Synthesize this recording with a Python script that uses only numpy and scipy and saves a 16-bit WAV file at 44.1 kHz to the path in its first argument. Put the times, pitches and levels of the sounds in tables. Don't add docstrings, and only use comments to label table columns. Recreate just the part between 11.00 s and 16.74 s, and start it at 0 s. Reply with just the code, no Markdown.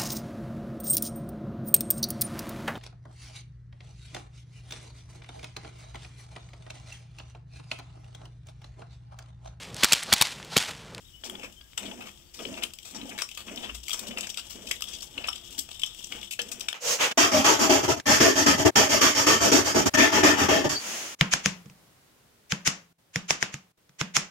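import sys
import numpy as np
from scipy import signal
from scipy.fft import rfft, irfft
from scipy.io import wavfile
from scipy.ndimage import uniform_filter1d

SR = 44100
rng = np.random.default_rng(int(sys.argv[2]) if len(sys.argv) > 2 else 0)


def master(y):
    cut = np.clip(np.atleast_2d(y).T, -1, 1)
    pcm = np.round(cut * 32767)
    wavfile.write(sys.argv[1], SR, pcm.astype(np.int16))


N = 252996
TIME = np.arange(N) / SR

# time_s, level_db
RUMBLE_LEVELS = [(0, -56.5), (2, -59.5), (4.4, -55.5), (5.7, -62)]
# frequency_hz, gain_db
RUMBLE_TONE = [(15, -34), (33, 0.5), (58, -0.5), (80, -2), (130, -4), (250, -14.5), (800, -78), (3000, -50)]
# frequency_hz, gain_db
AIR_TONE = [(100, -3.5), (300, -5), (800, -27.5), (2000, -26.5), (6000, -30), (15000, -15.5)]
# start_s, length_s, pitch_hz, level_db
LOW_THUMPS = [(2.64, 0.25, 57.6, -35)]
# pitch_hz, gain_db
PAN_NOTES = [(202, 11.5), (346, 12.5), (476, -1.5), (672, -1), (1221, 4), (3040, -1), (3250, -7.5),
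             (4520, -9), (5102, -3.5), (7409, -10.5), (7820, 1.5), (8984, 1.5), (13077, 0)]

# time_s, level_db
SIMMER_LEVELS = [(0, -49), (0.2, -54.5), (0.3, -50), (0.6, -54), (0.76, -55), (0.9, -47.5), (1.15, -51),
                 (1.32, -56.5), (1.45, -43), (1.75, -49), (2.8, -49), (3.3, -47.5), (4.1, -44), (4.65, -47),
                 (5.1, -41.5), (5.36, -52), (5.7, -48)]
# start_s, length_s, level_db
SPURTS = [(0.52, 0.012, -51), (0.82, 0.037, -51), (1.336, 0.01, -42), (1.39, 0.1, -48), (1.828, 0.005, -44),
          (2.063, 0.039, -41), (2.345, 0.007, -36.5), (2.45, 0.031, -44), (2.589, 0.055, -38),
          (2.748, 0.031, -40), (2.83, 0.015, -41), (2.853, 0.017, -33), (3.066, 0.022, -37),
          (3.291, 0.01, -33.5), (3.448, 0.052, -44.5), (3.523, 0.035, -45), (3.62, 0.1, -44.5),
          (3.686, 0.009, -26.5), (3.748, 0.025, -40.5), (3.86, 0.1, -41), (3.944, 0.068, -42.5),
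          (4.05, 0.025, -45), (4.18, 0.028, -60), (4.269, 0.0079, -40), (4.34, 0.027, -47),
          (4.41, 0.005, -44), (4.438, 0.049, -41), (4.504, 0.05, -37.5), (4.626, 0.0022, -46),
          (4.706, 0.0098, -40), (4.744, 0.0037, -34.5), (4.766, 0.005, -40), (4.953, 0.059, -39.5),
          (5.024, 0.024, -43), (5.102, 0.0051, -41), (5.126, 0.0099, -53), (5.204, 0.071, -43.5),
          (5.452, 0.041, -41)]
# frequency_hz, gain_db
SIZZLE_TONE = [(400, 9.5), (1500, -13.5), (3000, 7), (5000, -1), (9000, 9), (16000, 9)]
# start_s, length_s, pitch_hz, level_db
WHISTLES = [(0.036, 0.06, 3780, -57.5), (0.12, 0.068, 2976, -51), (0.564, 0.14, 1630, -63.5),
            (0.55, 0.063, 3150, -60), (1.23, 0.089, 4570, -63)]
# frequency_hz, gain_db
SQUELCH_TONE = [(100, -22), (220, 21.5), (800, 1), (1200, -7), (2400, -5.5), (3500, -42), (6000, -11)]
# start_s, pitch_hz, level_db
GULPS = [(0.438, 486, -23.5), (0.851, 295, -22), (0.881, 225, -21), (1.417, 288, -28), (1.458, 450, -19),
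         (1.475, 254, -22), (1.493, 265, -21.5), (1.519, 245, -19), (1.989, 270, -35), (2.031, 271, -19.5),
         (2.049, 248, -23), (2.525, 340, -36), (2.553, 293, -32), (2.581, 240, -24), (3.06, 193, -47),
         (3.091, 230, -20), (3.12, 220, -25), (4.186, 490, -25.5), (4.585, 276, -24), (5.392, 340, -28.5)]

# time_s, level_db
PRESSURE = [(0, -15), (1.25, -1.5), (1.7, -5), (2.8, 3), (3.9, 9.5), (5.7, -3)]
# start_s, length_s, slosh_db, grind_db
PUSHES = [(0.271, 0.2, -35, -46.5), (0.824, 0.24, -32.5, -49.5), (1.405, 0.24, -30.5, -40.5),
          (1.945, 0.21, -33, -43), (2.486, 0.21, -32.5, -38.5), (3.02, 0.24, -34.5, -43),
          (3.559, 0.1, -35, -48.5), (4.178, 0.026, -35, -35), (4.515, 0.021, -41.5, -64.5),
          (5.125, 0.052, -38.5, -32.5), (5.43, 0.23, -39.5, -47.5)]
# frequency_hz, gain_db
GRIND_TONE = [(300, 4.5), (1000, -7.5), (2000, -5), (2900, -2.5), (3700, -16.5), (5000, -18.5),
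              (12000, -14)]
# start_s, length_s, level_db
SKATES = [(3.819, 0.17, -55), (4.33, 0.16, -53.5), (4.758, 0.17, -54.5), (5.235, 0.048, -54)]
# frequency_hz, gain_db
SKATE_TONE = [(1800, -13), (2700, -15.5), (3250, -3), (3700, -1.5), (4400, -36)]
SPOON_RESONANCES = [700, 1250, 1700, 2200, 2650, 3100, 3550, 4400, 5450, 6600, 7800, 9000, 13000]
# frequency_hz, gain_db
BODY_TONE = [(80, -1.5), (200, -1.5), (500, 10), (1000, 6.5), (1900, 7), (2500, 15.5), (4000, -33.5)]
# frequency_hz, gain_db
CLANK_TONE = [(1000, -35.5), (1700, -12), (2300, 13), (3800, 3), (4800, -2), (8000, -52)]
# frequency_hz, gain_db
EDGE_TONE = [(2200, -60), (3600, -2.5), (4800, -2.5), (9000, 5), (16000, 6)]
# start_s, length_s, level_db, body_db, edge_db
SCRAPES = [(0.24, 0.038, -47, -2, 7), (0.429, 0.034, -43, 0, -5.5), (0.782, 0.12, -44, -6, -6),
           (1.005, 0.033, -40.5, -7, -10), (1.056, 0.04, -44, -4, -1), (1.341, 0.12, -58, -3, 11.5),
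           (1.39, 0.014, -39, -6, -11), (1.568, 0.031, -35.5, -8, -11.5), (1.626, 0.025, -45.5, 3.5, 8),
           (1.848, 0.079, -50, -6, 7.5), (1.945, 0.025, -43, -7, -0.5), (2.105, 0.02, -45.5, 1.5, -21),
           (2.178, 0.036, -26.5, -12, -7), (2.372, 0.049, -37, -11.5, -1), (2.48, 0.015, -48.5, 4, -22),
           (2.884, 0.075, -40.5, -12, 5), (2.968, 0.068, -48, -3, 6.5), (3.172, 0.045, -39, -10.5, -6),
           (3.228, 0.022, -32.5, -11.5, -8), (3.372, 0.027, -30, -18.5, -5.5), (3.498, 0.04, -44, -12, 6.5),
           (3.668, 0.01, -34, -14, -4), (3.687, 0.064, -51, -2.5, 6), (4.019, 0.024, -43.5, -11, 8.5),
           (4.239, 0.031, -36.5, -6, -30), (4.578, 0.016, -37.5, -12.5, 7), (5.308, 0.026, -30.5, -22, 0),
           (5.39, 0.0081, -20.5, -13, -13), (5.515, 0.013, -36.5, -10, 6), (5.595, 0.07, -55.5, -4.5, 2)]
# time_s, contact_s, pitch_hz, level_db, body_db, edge_db
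KNOCKS = [(0.2372, 0.001, 2850, -32, -9.5, -30), (0.2975, 0.00068, 3300, -32, -11, 4),
          (0.3533, 0.0036, 3170, -31.5, -11, -32), (0.422, 0.0041, 2960, -38, -8, -12),
          (0.612, 0.002, 3050, -40, -16, -32), (0.733, 0.00043, 3000, -44, -8, -8),
          (0.7780, 0.0024, 3050, -21, -13.5, -1.5), (0.8605, 0.0082, 3150, -31, -13, -9),
          (0.9138, 0.0019, 3160, -32, -11, -25), (1.391, 0.0012, 3300, -34, -12, -22),
          (1.4520, 0.00083, 3240, -22, -23, -35), (1.541, 0.0011, 2860, -30.5, -19, -26),
          (1.6241, 0.0017, 2850, -26, -12, -29), (1.6362, 0.00086, 2700, -17, -31, -2),
          (1.7365, .002, 3370, -38.5, -23, 5.5), (1.7875, 0.002, 3160, -34, -25, -2.5),
          (2.0146, 0.0023, 2880, -29.5, -17.5, -25), (2.2205, 0.0023, 3000, -25, -7, 1.5),
          (2.29, 0.0014, 2770, -32, -25, -5), (2.3147, 0.0034, 2900, -31.5, -20.5, -5.5),
          (2.483, 0.0018, 2550, -32, -20, -20), (2.56, 0.0017, 3150, -44, -18, 12.5),
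          (2.5752, 0.0045, 2930, -26, -18, -12), (2.642, 0.018, 2770, -24, -9.5, -23),
          (2.696, 0.0067, 2910, -25.5, -10.5, -24), (2.749, 0.0064, 2940, -31, -13.5, 1.5),
          (2.8825, 0.00092, 3000, -23, -43, -4.5), (2.9062, 0.0011, 3300, -23, -29, -9),
          (2.915, 0.0024, 3500, -24, -24, -15), (2.9324, 0.0042, 3080, -25, -23, 5),
          (2.9435, 0.0016, 3640, -32, -3, -1), (2.993, 0.002, 3210, -38, -6, 14.5),
          (3.111, 0.0036, 2770, -26.5, -13, -19), (3.1735, 0.002, 2840, -23, -13, -28),
          (3.1848, 0.003, 2830, -29.5, -1.5, 2), (3.2087, 0.001, 3000, -26.5, -22, 0),
          (3.2706, 0.0025, 2770, -34.5, -3, 4.5), (3.3019, 0.003, 3380, -33, -15, 3),
          (3.344, 0.0023, 3450, -32, -31, -5), (3.7128, 0.0021, 2900, -15, -12.5, -6),
          (3.808, 0.00069, 3050, -39.5, -5, 10), (3.822, 0.00079, 2960, -22.5, -31, 2.5),
          (3.8405, 0.001, 3240, -32.5, -39, 1), (3.888, 0.006, 3200, -35, -16, 1),
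          (3.9371, 0.013, 3300, -29.5, -23, -4.5), (4.179, 0.003, 2700, -18.5, -20, -20),
          (4.2415, 0.003, 2800, -21.5, -19.5, -32), (4.2845, 0.00041, 3160, -21.5, -10, -9),
          (4.2882, 0.002, 3300, -24.5, -12, -6), (4.3299, 0.0012, 3500, -27, -35, -9),
          (4.359, 0.006, 3170, -30.5, -19, -3), (4.386, 0.0011, 3090, -48, -28, -3),
          (4.591, 0.0035, 3400, -32, -36, 14.5), (4.69, 0.0016, 2840, -37.5, -7, -2),
          (4.715, 0.0021, 2930, -31.5, -16.5, -3.5), (4.7958, 0.0026, 3130, -32.5, -24, -1.5),
          (4.818, 0.0027, 3000, -29, -42, -5), (4.8356, 0.0013, 3200, -24, -12, -5.5),
          (4.8625, 0.0051, 3240, -42, -31, 11), (4.947, 0.0011, 3240, -39, -18, 0),
          (5.006, 0.0038, 3570, -41.5, -12, -2), (5.07, 0.00094, 3000, -46, -8, 4),
          (5.1225, 0.0028, 2650, -20, -15.5, -14), (5.2296, 0.00098, 2940, -28.5, -26, -11),
          (5.417, 0.0019, 3060, -37, -8, 8.5), (5.597, 0.0016, 3130, -44.5, -36, 12),
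          (5.6085, 0.0026, 3080, -28.5, -33, 0.5), (5.6857, 0.0017, 2630, -22, -10.5, -3),
          (5.7284, 0.0011, 3150, -26, -10, -5)]
# start_s, pitch_hz, level_db, decay_s
HOLLOW_NOTES = [(0.777, 3136, -30.5, .003), (0.7786, 1360, -31, .003), (2.22, 1220, -29, .003),
                (2.931, 1260, -30.5, 0.0032), (3.384, 1333, -34, 0.0039), (3.711, 2020, -14, 0.0025),
                (3.821, 1256, -33, 0.0041), (4.2855, 1300, -18, 0.0021), (4.2872, 5440, -24.5, 0.0021),
                (4.8342, 3170, -10.5, 0.00089), (5.392, 476, -29.5, 0.031), (5.391, 1707, -21.5, 0.0046),
                (5.6852, 2530, -13.5, 0.0012), (5.6855, 3600, -19.5, 0.0014)]

SPOT_LEADS = [-3, -1, 1]
# frequency_hz, gain_db
PHONE_SHADOW = [(500, 0), (2500, -6), (5000, -4), (12000, -6)]
# frequency_hz, gain_db
LEFT_PORT_TONE = [(60, -6), (250, -11.5), (550, -11), (800, 3), (1100, -1), (2150, -2), (3100, 10),
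                  (3600, 8.5), (4200, -2.5), (5400, 11), (6400, 3), (7900, 5), (9800, -11.5),
                  (12000, -10.5), (13200, -6.5), (14500, -9)]
# frequency_hz, gain_db
RIGHT_PORT_TONE = [(60, -9.5), (250, -13), (500, -5.5), (1100, 1.5), (2300, -0.5), (3300, -2.5), (4000, -4),
                   (5500, -2), (8500, -9), (11000, -12.5), (15000, -19)]


def undb(db):
    return np.exp(np.asarray(db) * (np.log(10) / 20))


def unit(x):
    return x / np.sqrt(np.mean(x ** 2) + 1e-20)


def curve(rows):
    return undb(np.interp(TIME, *np.transpose(rows)))


def walk(turns_per_s):
    points = rng.standard_normal(4096)
    return 1.19 * np.interp(TIME * turns_per_s, np.arange(4096), points)


def colour(x, tone, size=2048):
    hz, db = np.transpose(tone)
    grid_hz = np.arange(size // 2 + 1) * SR / size
    log_gain = np.log(undb(np.interp(np.log(grid_hz + 1), np.log(hz), db)))
    cepstrum = irfft(log_gain)
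    cepstrum[1:size // 2] *= 2
    cepstrum[size // 2 + 1:] = 0
    return signal.oaconvolve(x, irfft(np.exp(rfft(cepstrum))))[:len(x)]


def add(out, start_s, x):
    i = int(np.clip(start_s * SR, 0, N - 1))
    out[i:i + len(x)] += x[:N - i]


def clicks(per_s, spread_db):
    size = undb(spread_db * np.minimum(rng.exponential(size=N), 4))
    return (rng.random(N) < per_s / SR) * size * rng.choice([-1, 1], N)


def swells(rows, waver):
    out, drift = np.zeros(N), 1 + waver * walk(270)
    for start, length, hz, db in rows:
        swell = np.sin(np.pi * np.clip((TIME - start) / length, 0, 1)) ** 2
        out += undb(db) * swell * np.sin(2 * np.pi * np.cumsum(hz * drift) / SR)
    return out


def background(hum_hz=57):
    rumble = unit(colour(rng.standard_normal(N), RUMBLE_TONE, size=8192))
    hum_phase = 2 * np.pi * np.cumsum(hum_hz + 1.3 * walk(21.86)) / SR
    hum = np.sin(hum_phase) * undb(5.5 * walk(17))
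    air = np.array([unit(colour(rng.standard_normal(N), AIR_TONE)) for _ in range(2)])
    return curve(RUMBLE_LEVELS) * (undb(5.5) * rumble + undb(-3.5) * hum) + undb(-50) * air


def kitchen(x, lead_samples, near_s=0.003, tail_s=0.17):
    t = TIME[:SR // 4]
    impulse = signal.unit_impulse(len(t))
    left = np.roll(impulse, max(lead_samples, 0))
    right = colour(np.roll(impulse, max(-lead_samples, 0)), PHONE_SHADOW)
    paths = []
    for direct in (left, right):
        near, tail = rng.standard_normal((2, len(t)))
        near = unit(near * np.exp(-t / near_s) * (t > .0007))
        tail = unit(tail * np.exp(-np.log(1000) * t / tail_s) * (t > .005))
        near = colour(near, [(200, -19.5), (1500, -27.5), (3000, 5.5), (6000, 4.5), (15000, -5.5)])
        tail = colour(tail, [(150, 8.1), (600, 4.4), (2000, 3.0), (6000, 6.4), (15000, 5.1)])
        echo = undb(-6.5) * near + undb(-12) * tail
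        paths.append(direct + echo / np.sqrt(len(t)))
    return signal.oaconvolve(x[None], np.array(paths), axes=1)[:, :N]


def pan(force):
    t, ring = TIME[:SR // 2], 0
    for hz, db in PAN_NOTES:
        ring_s = .3 * (200 / hz) ** .45
        decay = np.log(1000) / ring_s
        ring += undb(db) * 2 * decay / SR * np.exp(-decay * t) * np.cos(2 * np.pi * hz * t)
    return force + signal.fftconvolve(force, ring)[:N]


def bubble(hz, cycles, glide):
    age = np.arange(0, 6, hz / cycles / SR)
    phase = 2 * np.pi * np.cumsum(hz * (1 + glide * np.minimum(age, 2))) / SR
    return np.sin(phase) * np.exp(-age) * (1 - np.exp(-6 * age))


def bubbles(low_hz, octaves, cycles, glide, db_per_octave, spread_db, count):
    out = np.zeros(N)
    for k, (when, smallness, strength) in enumerate(rng.random((count, 3))):
        octave = octaves * smallness ** 1.343
        hz = min(low_hz * 2 ** octave, SR / 3)
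        gain = undb(db_per_octave * octave + spread_db * strength ** 2)
        add(out, (k + when) / count * N / SR, gain * bubble(hz, cycles, glide))
    return unit(out)


def boiling(attack_s=0.001, release_s=0.0035):
    flare, t = np.zeros(N), TIME[:SR // 4]
    for start, length, db in SPURTS:
        fade = np.exp(-np.maximum(t - length, 0) / release_s)
        add(flare, start, undb(db) * (1 - np.exp(-t / attack_s)) * fade)
    clusters = undb(4.5 * walk(140))
    simmer = curve(SIMMER_LEVELS) * undb(-1.5 * walk(30))
    return simmer * np.sqrt(clusters), flare * clusters


def sizzle(simmer, flare):
    fizz = undb(-6) * unit(colour(clicks(2400, 2.6), SIZZLE_TONE))
    spits = undb(-13.5) * unit(colour(clicks(260, 4), SIZZLE_TONE))
    pops = bubbles(low_hz=3400, octaves=1.6, cycles=3, glide=.01,
                   db_per_octave=2, spread_db=12, count=300)
    return np.hypot(simmer, flare) * (fizz + undb(-21.5) * pops) + flare * spits


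def steam():
    return swells(WHISTLES, waver=0.0074) * undb(2 * walk(232.6) - 0.5)


def push(start, length, rise_db_per_s=480, sag_db_per_s=11.5, fall_db_per_s=242):
    age = TIME - start
    return undb(rise_db_per_s * np.minimum(age, 0)
                - sag_db_per_s * np.clip(age, 0, length)
                - fall_db_per_s * np.maximum(age - length, 0))


def stirring():
    pressure = curve(PRESSURE)
    slosh, slide = undb(-58.5) * pressure, undb(-55.5) * pressure
    for start, length, slosh_db, grind_db in PUSHES:
        effort, held_s = push(start, length), np.clip(TIME - start, 0, length)
        slosh = np.hypot(slosh, undb(slosh_db - 14 * held_s) * effort)
        slide = np.hypot(slide, undb(grind_db + 41 * held_s) * effort)
    return slosh, slide


def syrup(slosh, pan_share=0.16):
    glugs = bubbles(low_hz=173.5, octaves=2.27, cycles=4.7, glide=0.088,
                    db_per_octave=0.5, spread_db=7, count=800)
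    squelch = unit(colour(clicks(1400, 1.43), SQUELCH_TONE)) * undb(2.5 * walk(70))
    out = slosh * (undb(-6.5) * glugs + undb(-7) * squelch)
    for start, hz, db in GULPS:
        add(out, start, undb(db) * bubble(hz, cycles=1.7, glide=0.0087))
    return (1 - pan_share) * out + pan_share * pan(out)


def grind(slide):
    ticks = unit(clicks(260, 3.6)) + 0.8 * unit(clicks(5000, 4.1))
    return unit(colour(ticks, GRIND_TONE)) * slide * undb(2.5 * walk(25))


def skating():
    spells = sum(undb(db) * push(start, length) for start, length, db in SKATES)
    return unit(colour(clicks(700, 3), SKATE_TONE)) * spells * undb(4 * walk(45))


def contact(force, length, hz, db, body_db, edge_db, sharpness=8.5):
    force = np.pad(force, (0, 1024))
    variety_db = 2.5 * rng.standard_normal(len(SPOON_RESONANCES))
    force = colour(force, np.transpose([SPOON_RESONANCES, variety_db]))
    resonance = signal.lfilter(*signal.iirpeak(hz, sharpness, fs=SR), force)
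    body = undb(body_db + .5) * unit(colour(force, BODY_TONE))
    clank = undb(-11.5) * unit(colour(force + undb(4) * resonance, CLANK_TONE))
    edge = undb(edge_db) * unit(colour(force, EDGE_TONE))
    return undb(db) * (body + clank + edge) * np.sqrt(length * SR / len(force))


def scrapes(grit, attack_s=0.00095, release_s=0.0068, sag=0.77, clank_hz=2950):
    out, t = np.zeros(N), TIME[:5000]
    jerks = grit * undb(3.6 * walk(340))
    pitches = clank_hz * (1 + .14 * rng.uniform(-1, 1, 64))
    for k, (start, length, db, body_db, edge_db) in enumerate(SCRAPES):
        fade = np.exp(-sag * t / length - np.maximum(t - length, 0) / release_s)
        force = (1 - np.exp(-t / attack_s)) * fade * jerks[k * len(t):(k + 1) * len(t)]
        add(out, start, contact(force, length, pitches[k], db, body_db, edge_db))
    return out


def hollow_notes(attack_s=0.00028):
    out, t = np.zeros(N), TIME[:SR // 8]
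    for start, hz, db, decay_s in HOLLOW_NOTES:
        shape = np.exp(-t / decay_s) * (1 - np.exp(-t / attack_s))
        add(out, start, undb(db) * shape * np.sin(2 * np.pi * hz * t))
    return out


def glances(count=28, from_s=1.8, contact_s=0.0024, body_db=-19.5, edge_db=-1):
    rows = []
    for k, (when, strength, place) in enumerate(rng.random((count, 3))):
        time_s = from_s + (k + when) / count * (N / SR - from_s)
        db = -52.5 + np.interp(time_s, *np.transpose(PRESSURE)) + 9.5 * (2 * strength - 1)
        hz = 2800 + 800 * place
        rows.append((time_s, contact_s, hz, db, body_db, edge_db))
    return rows


def taps(grit, rows, length_s=0.0071, lead_in_s=0.012):
    out, t = np.zeros(N), TIME[:1500] - lead_in_s
    blow = 1.57 * signal.unit_impulse(len(t), int(lead_in_s * SR))
    for k, (time_s, contact_s, hz, db, body_db, edge_db) in enumerate(rows):
        swell = np.exp(-np.abs(t) / (contact_s * np.where(t < 0, .55, 1.1)))
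        force = blow + swell * grit[k * len(t):(k + 1) * len(t)]
        add(out, time_s - lead_in_s, contact(force, length_s, hz, db, body_db, edge_db))
    return out


def circling(x, turns_per_s=1.83):
    count = len(SPOT_LEADS)
    spot = (TIME * turns_per_s * count).astype(int) % count
    shares = [uniform_filter1d(1. * (spot == k), size=2000) for k in range(count)]
    return sum(kitchen(x * share, lead) for share, lead in zip(shares, SPOT_LEADS))


def scene():
    fine_grit, coarse_grit = clicks(14000, 3), clicks(8000, 2.6)
    slosh, slide = stirring()
    simmer, flare = boiling()
    spoon = undb(-1.53) * taps(fine_grit, list(KNOCKS) + glances())
    spoon += undb(1.75) * scrapes(coarse_grit)
    spoon += undb(-10.5) * grind(slide) + skating()
    whistles = steam()
    patches = [kitchen(pan(sizzle(simmer, flare)), lead) for lead in SPOT_LEADS]
    boil = sum(patches) / np.sqrt(len(patches))
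    metal = circling(pan(spoon) + hollow_notes())
    middle = kitchen(syrup(slosh) + whistles, lead_samples=0)
    thump = swells(LOW_THUMPS, waver=0.074)
    return metal + middle + boil + thump + background()


def record(dry, left_lag_samples=2, turn_hz=1750, cavity_hz=772, cavity_width_hz=128, top_hz=15650):
    left = colour(np.pad(dry[0], (left_lag_samples, 0))[:N], LEFT_PORT_TONE)
    pole = np.exp(-2 * np.pi * turn_hz / SR)
    left = signal.lfilter([-pole, 1], [1, -pole], left)
    right = colour(dry[1], RIGHT_PORT_TONE)
    cavity = signal.iirpeak(cavity_hz, cavity_hz / cavity_width_hz, fs=SR)
    right = right - 2 * signal.lfilter(*cavity, right)
    top_cut = signal.ellip(10, .2, 70, top_hz, fs=SR, output="sos")
    return signal.sosfilt(top_cut, [left, right])


dry = scene()
out = record(dry)
master(out)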